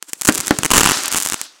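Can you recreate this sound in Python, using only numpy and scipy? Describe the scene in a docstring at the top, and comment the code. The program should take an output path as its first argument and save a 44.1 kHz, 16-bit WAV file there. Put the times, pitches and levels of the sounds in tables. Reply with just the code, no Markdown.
"""A ground firework burns outdoors at night, its sparks bursting singly and in volleys of tiny blasts. Its tube
rings with two dull thumps and a smaller one, each with a short bark; two faint low thuds sound like distant
echoes. A jet of flame, gas noise with crackling powder grains in it, rushes up and fizzles out. The blasts
scatter from the ground and surroundings, and the loudest are flattened at full level."""
import sys
import numpy as np
from scipy import signal
from scipy.fft import rfft, irfft
from scipy.io import wavfile

SR = 44100
rng = np.random.default_rng(int(sys.argv[2]) if len(sys.argv) > 2 else 0)


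def file_out(sig):
    """Save sig as 16-bit WAV at sys.argv[1]."""
    # one column per channel
    cols = np.atleast_2d(sig).T
    # limit, then scale
    lim = np.clip(cols, -1, 1)
    pcm = np.round(lim * 32767).astype(np.int16)
    wavfile.write(sys.argv[1], SR, pcm)


N = 70560
TIME = np.arange(N) / SR

# envelopes of the flame's three noise bands: t/s, roar level/dB, rush level/dB, sizzle level/dB
JET_LEVELS = [(0, -80, -79, -84), (.018, -78, -64, -76), (.032, -56, -52, -52), (0.068, -83, -58.5, -56),
              (.14, -67, -50.5, -46.5), (.18, -52, -53.5, -49), (.25, -72, -42.5, -38.5),
              (.33, -28.5, -29.5, -31), (.44, -38.5, -31.5, -35), (.61, -32.5, -35.5, -41),
              (.69, -45, -36, -37.5), (.74, -29.5, -26.5, -34.5), (.82, -35, -21.5, -28),
              (.89, -50, -20.5, -27.5), (0.979, -31.5, -22.5, -25.5), (1.1, -47, -29, -42),
              (1.16, -41, -32, -32.5), (1.28, -50, -32.5, -33), (1.38, -53, -36.5, -40.5),
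              (1.443, -57, -38, -39), (1.5, -63.5, -48.5, -60), (1.6, -67, -54.5, -62)]


def from_db(db):
    """Amplitude ratio of a level in decibels."""
    return 10 ** (np.asarray(db) / 20)


def rms_one(x):
    """Normalisation to unit RMS amplitude."""
    return x / np.sqrt(np.mean(x ** 2) + 1e-20)


def cut(x, hz, kind="low", order=2):
    """Butterworth filter: attenuation beyond a corner frequency."""
    return signal.sosfilt(signal.butter(order, hz, kind, fs=SR, output="sos"), x + 1e-18)


def resonance(x, hz, width_hz):
    """Damped resonator with unit gain at its peak."""
    radius = np.exp(-np.pi * width_hz / SR)
    feedback = [1, -2 * radius * np.cos(2 * np.pi * hz / SR), radius ** 2]
    return signal.lfilter(np.array([1, 0, -1]) * (1 - radius ** 2) / 2, feedback, x + 1e-18)


def add(out, s, sound):
    """Superposition of a sound that begins at s seconds."""
    start = round(s * SR)
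    out[start:start + len(sound)] += sound[:N - start]


def shaped(x, spectrum):
    """Spectral weighting, interpolated over log frequency; unit RMS."""
    hz, db = np.transpose(spectrum)
    bins = np.maximum(np.fft.rfftfreq(N, 1 / SR), 1)
    gain = from_db(np.interp(np.log(bins), np.log(hz), db))
    return rms_one(irfft(rfft(x) * gain, N))


def band_noise(hz, width_hz):
    """White noise filtered by two like resonators in cascade; unit RMS."""
    once = resonance(rng.standard_normal(N), hz, width_hz)
    return rms_one(resonance(once, hz, width_hz))


def swell(peak_s, width_s):
    """Gaussian envelope of unit height."""
    return np.exp(-0.5 * ((TIME - peak_s) / width_s) ** 2)


def scatter(x, t60, gap_s):
    """Diffuse reflection: convolution with a delayed, exponentially decaying noise of unit energy."""
    t = TIME[:len(x)]
    tail = rng.standard_normal(len(x)) * from_db(-60 * t / t60) * (t > gap_s)
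    return signal.fftconvolve(x, tail / np.sqrt(np.sum(tail ** 2) + 1e-20))[:len(x)]


def blast(spike_ms):
    """Friedlander blast wave: sudden overpressure lasting spike_ms, then a longer, weaker suction."""
    t = TIME[:SR // 40]
    return np.diff(t * np.exp(-1000 * t / spike_ms), prepend=0) * SR


def burning(grains_per_s=2500, grain_db=-9, spread_db=9, flicker_db=2.07, flicker_hz=63):
    """Combustion noise: gas noise plus the shot noise of powder grains, randomly amplitude-modulated."""
    grains = (rng.random(N) < grains_per_s / SR) * rng.choice([-1, 1], N)
    sizes = from_db(spread_db * np.minimum(rng.exponential(1, N), 5))
    noise = rng.standard_normal(N) + from_db(grain_db) * rms_one(grains * sizes)
    flicker = rms_one(cut(rng.standard_normal(2 * N), flicker_hz)[N:])
    return noise * from_db(flicker_db * flicker)


def jet():
    """Jet noise: the flame roars, rushes and sizzles in three bands, and spits once before it builds."""
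    # relative spectral densities of the bass, middle and treble bands: f/Hz, level/dB
    roar_spectrum = [(30, -23.5), (100, -10), (200, -6), (320, 2.5), (520, -9.5), (800, -20), (1500, -40)]
    rush_spectrum = [(300, -30), (600, -4.5), (900, -4), (1350, -0.5), (2200, -5), (3000, -3.5), (4800, -4),
                     (6300, -3.5), (9000, -18), (15000, -44.5)]
    sizzle_spectrum = [(2500, -66), (5000, -14), (6500, -2.5), (7500, 2.5), (9500, -3), (12000, -9.5),
                       (15500, -17)]
    bands = [shaped(burning(), spectrum) for spectrum in (roar_spectrum, rush_spectrum, sizzle_spectrum)]
    s, *levels = np.transpose(JET_LEVELS)
    flame = sum(from_db(np.interp(TIME, s, db)) * band for db, band in zip(levels, bands))
    roar, rush, sizzle = bands
    spit = from_db(-51) * roar + from_db(-42) * rush + from_db(-35.5) * sizzle
    return flame + swell(peak_s=0.092, width_s=0.0069) * spit


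def specks(per_s=130, above_sizzle_db=2.5, spread_db=7):
    """Poisson process: tiny sparks tick at random, louder as the jet sizzles more."""
    s, _, _, sizzle_db = np.transpose(JET_LEVELS)
    sizes = from_db(np.interp(TIME, s, sizzle_db) + above_sizzle_db + spread_db * rng.standard_normal(N))
    ticks = sizes * (rng.random(N) < per_s / SR)
    return signal.fftconvolve(ticks, blast(spike_ms=0.034))[:N]


def sparks(jitter_s=0.00005, ground_lag_s=0.00066, lag_spread=0.2, heavy_ms=0.07, heavy_range_ms=0.0045):
    """Interference: each spark's blast meets its ground reflection, with a delay set by its place."""
    # bursting sparks: t/s, level/dB, duration of the overpressure/ms
    bursts = [(0.0266, -5, 0.067), (0.1333, 9.5, 0.046), (0.213, 5.5, 0.033), (0.2193, 7.5, 0.046),
              (0.2342, -8, 0.053), (0.25, 10, 0.023), (0.2532, 6.5, 0.063), (0.258, 5, 0.041),
              (0.2723, 10, 0.047), (0.277, 18, 0.027), (0.2778, 7.5, 0.062), (0.2799, 12, 0.037),
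              (0.2837, 12.5, 0.03), (0.2863, -2, 0.061), (0.2862, 20, 0.064), (0.2879, 9.5, 0.08),
              (0.2954, 14.5, 0.072), (0.3242, 1.5, 0.039), (0.344, -3, 0.036), (0.3471, -3, 0.026),
              (0.3501, 6.0, 0.039), (0.3562, 4, 0.053), (0.3778, 3, 0.053), (0.3816, 6.5, 0.05),
              (0.4034, 7, 0.056), (0.4084, 4, 0.041), (0.4629, -4, 0.035), (0.4709, 5, 0.041),
              (0.4808, 14, 0.045), (0.4923, -11, 0.062), (0.5875, 19, 0.025), (0.6336, 13.5, 0.075),
              (0.6481, 14, 0.062), (0.6546, 11.5, 0.097), (0.6612, 14.5, 0.074), (0.7052, 11.5, 0.08),
              (0.7128, 14, 0.08), (0.7148, 13.5, 0.084), (0.7177, 23.5, 0.069), (0.7188, 4, 0.089),
              (0.7345, 16, 0.075), (0.7366, 12.5, 0.076), (0.7385, 17.5, 0.077), (0.7433, 13, 0.076),
              (0.7467, 16.5, 0.074), (0.7525, 16, 0.061), (0.7574, 4, 0.08), (0.7595, 15.5, 0.086),
              (0.7639, 15, 0.1), (0.7679, 20.5, 0.047), (0.7697, 20.5, 0.068), (0.7771, 16.5, 0.075),
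              (0.7793, 28, 0.043), (0.7801, 14, 0.057), (0.7804, 17, 0.061), (0.7809, 20, 0.11),
              (0.7827, 17, 0.094), (0.7899, 17, 0.068), (0.797, 11, 0.1), (0.8077, 19.5, 0.056),
              (0.808, 11, 0.09), (0.8102, 14, 0.094), (0.8143, 11, 0.11), (0.8327, 23, 0.067),
              (0.8339, 6, 0.098), (0.8429, 14.5, 0.08), (0.8545, 15, 0.075), (0.8597, 15, 0.077),
              (0.8605, 21, 0.084), (0.8723, 6.5, 0.12), (0.8735, 16, 0.08), (0.8905, 14, 0.09),
              (0.8974, 13.5, 0.083), (0.9103, 12.5, 0.094), (0.9181, 15.5, 0.085), (1.0356, 1, 0.043),
              (1.0584, 11, 0.021), (1.0638, -9, 0.05), (1.081, 6, 0.053), (1.084, 5.5, 0.018),
              (1.1134, -12, 0.094), (1.1176, 4, 0.044), (1.1255, 4, 0.071), (1.1269, 3, 0.047),
              (1.1348, 1.5, 0.057), (1.1378, -4.5, 0.1), (1.1418, -3.5, 0.062), (1.1462, 8.5, 0.09),
              (1.1588, 5.5, 0.097), (1.1646, 6, 0.031), (1.1677, 6.5, 0.064), (1.1711, 8, 0.033),
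              (1.1732, 9, 0.034), (1.174, 0, 0.048), (1.1758, 2.5, 0.058), (1.1803, 4.5, 0.072),
              (1.1849, 4.5, 0.057), (1.1926, -7, 0.04), (1.202, 6, 0.041), (1.2055, -8, 0.044),
              (1.2081, -4, 0.027), (1.21, -15, 0.038), (1.214, -5.5, 0.088), (1.2243, 9, 0.033),
              (1.2271, 1.0, 0.024), (1.2328, 6, 0.024), (1.2467, -8, 0.052), (1.2508, 1.5, 0.057),
              (1.2547, 3.5, 0.024), (1.2612, 7, 0.069), (1.2728, 4.0, 0.052), (1.2877, 3.0, 0.038),
              (1.2997, 4.5, 0.051), (1.3153, -11, 0.041), (1.3224, 8, 0.073), (1.3341, 2, 0.068),
              (1.343, 8.5, 0.073), (1.4146, 5.5, 0.05)]
    # resonances that colour a blast at the microphone: f/Hz, bandwidth/Hz, gain
    colour = [(281, 237, 3), (954, 395, 0.5), (1313, 1350, 0.41), (2670, 2300, 0.0565), (7355, 1980, 2),
              (9290, 3800, 1.4)]
    direct, bounce, heavy = specks(), np.zeros(N), np.zeros(N)
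    for (s, db, spike_ms), (height, late) in zip(bursts, rng.standard_normal((len(bursts), 2))):
        s += jitter_s * late
        wave = from_db(db) * blast(spike_ms)
        ground_scatter = from_db(-18) * scatter(wave, t60=0.019, gap_s=0.00044)
        add(direct, s, wave + ground_scatter)
        add(bounce, s + ground_lag_s * np.exp(lag_spread * height), wave)
        # heavy, long blasts come out of the jet and ring at its mouth
        heaviness = 0.5 * (1 + np.tanh((spike_ms - heavy_ms) / heavy_range_ms))
        add(heavy, s, heaviness * wave)
    arriving = direct + 0.31 * cut(bounce, hz=4100, order=1)
    coloured = arriving + sum(gain * resonance(arriving, hz, width) for hz, width, gain in colour)
    near = coloured + resonance(heavy, hz=2867, width_hz=520)
    far_echoes = cut(scatter(near, t60=0.24, gap_s=0.0014), hz=6000)
    return near + from_db(-29.5) * far_echoes


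def thumps(overtone_hz=516, overtone_db=-16, hot_rise=0.35, cooling_s=0.0012):
    """Air-column resonance: a thump is a blast and a few damped cycles of the air in the tube."""
    # two dull thumps, a smaller one, and two faint low thuds like distant echoes:
    # t/s, ring level/dB, settled f/Hz, ring t60/s, blast level/dB
    thumps_and_thuds = [(.2885, 10.5, 262, 0.017, 19.5), (.391, -17, 124, .04, -26),
                        (0.5084, 10, 285, 0.013, 17.5), (.5882, -4.5, 147.6, .018, -2.5),
                        (0.967, -28, 127, 0.046, -35)]
    # the pitch starts higher by the fraction hot_rise while the gas is hot
    warped_time = TIME + hot_rise * cooling_s * (1 - np.exp(-TIME / cooling_s))
    # a short mid-pitched bark follows each thump, then a weaker, longer tail
    bark_envelope = from_db(-17 - 60 * TIME / 0.011) + from_db(-35 - 60 * TIME / 0.088)
    bodies, barks = np.zeros(N), np.zeros(N)
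    for s, ring_db, hz, t60, blast_db in thumps_and_thuds:
        fundamental = np.sin(2 * np.pi * hz * warped_time)
        overtone = from_db(overtone_db) * np.sin(2 * np.pi * overtone_hz * warped_time)
        add(bodies, s, -from_db(ring_db - 60 * TIME / t60) * (fundamental + overtone))
        wave = from_db(blast_db) * blast(spike_ms=0.09)
        ragged_edge = from_db(-6) * scatter(wave, t60=0.01, gap_s=0.0002)
        add(bodies, s, wave + ragged_edge)
        add(barks, s, from_db(blast_db) * bark_envelope * band_noise(hz=1350, width_hz=930))
    echoes = cut(scatter(bodies, t60=0.095, gap_s=0.0036), hz=1900)
    return bodies + barks + from_db(-11.5) * echoes


def last_fizz():
    """Band-limited noise: a hiss swells and fades as the last powder burns out."""
    return from_db(-41) * swell(peak_s=1.444, width_s=0.045) * band_noise(hz=4170, width_hz=2800)


def scene():
    """Superposition of sparks, thumps and flame at one microphone."""
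    return (sparks() + thumps() + jet() + last_fizz())[None]


def record(dry, low_cut_hz=174, clip_level=0.96, high_cut_hz=16000):
    """Hard limiting: after a bass cut the loudest blasts are flattened at a fixed level, and a steep low-pass
    limits the bandwidth."""
    clipped = np.clip(cut(dry, low_cut_hz, "high", order=1), -clip_level, clip_level)
    return signal.sosfiltfilt(signal.ellip(8, 0.05, 50, high_cut_hz, fs=SR, output="sos"), clipped)


dry = scene()
out = record(dry)
file_out(out)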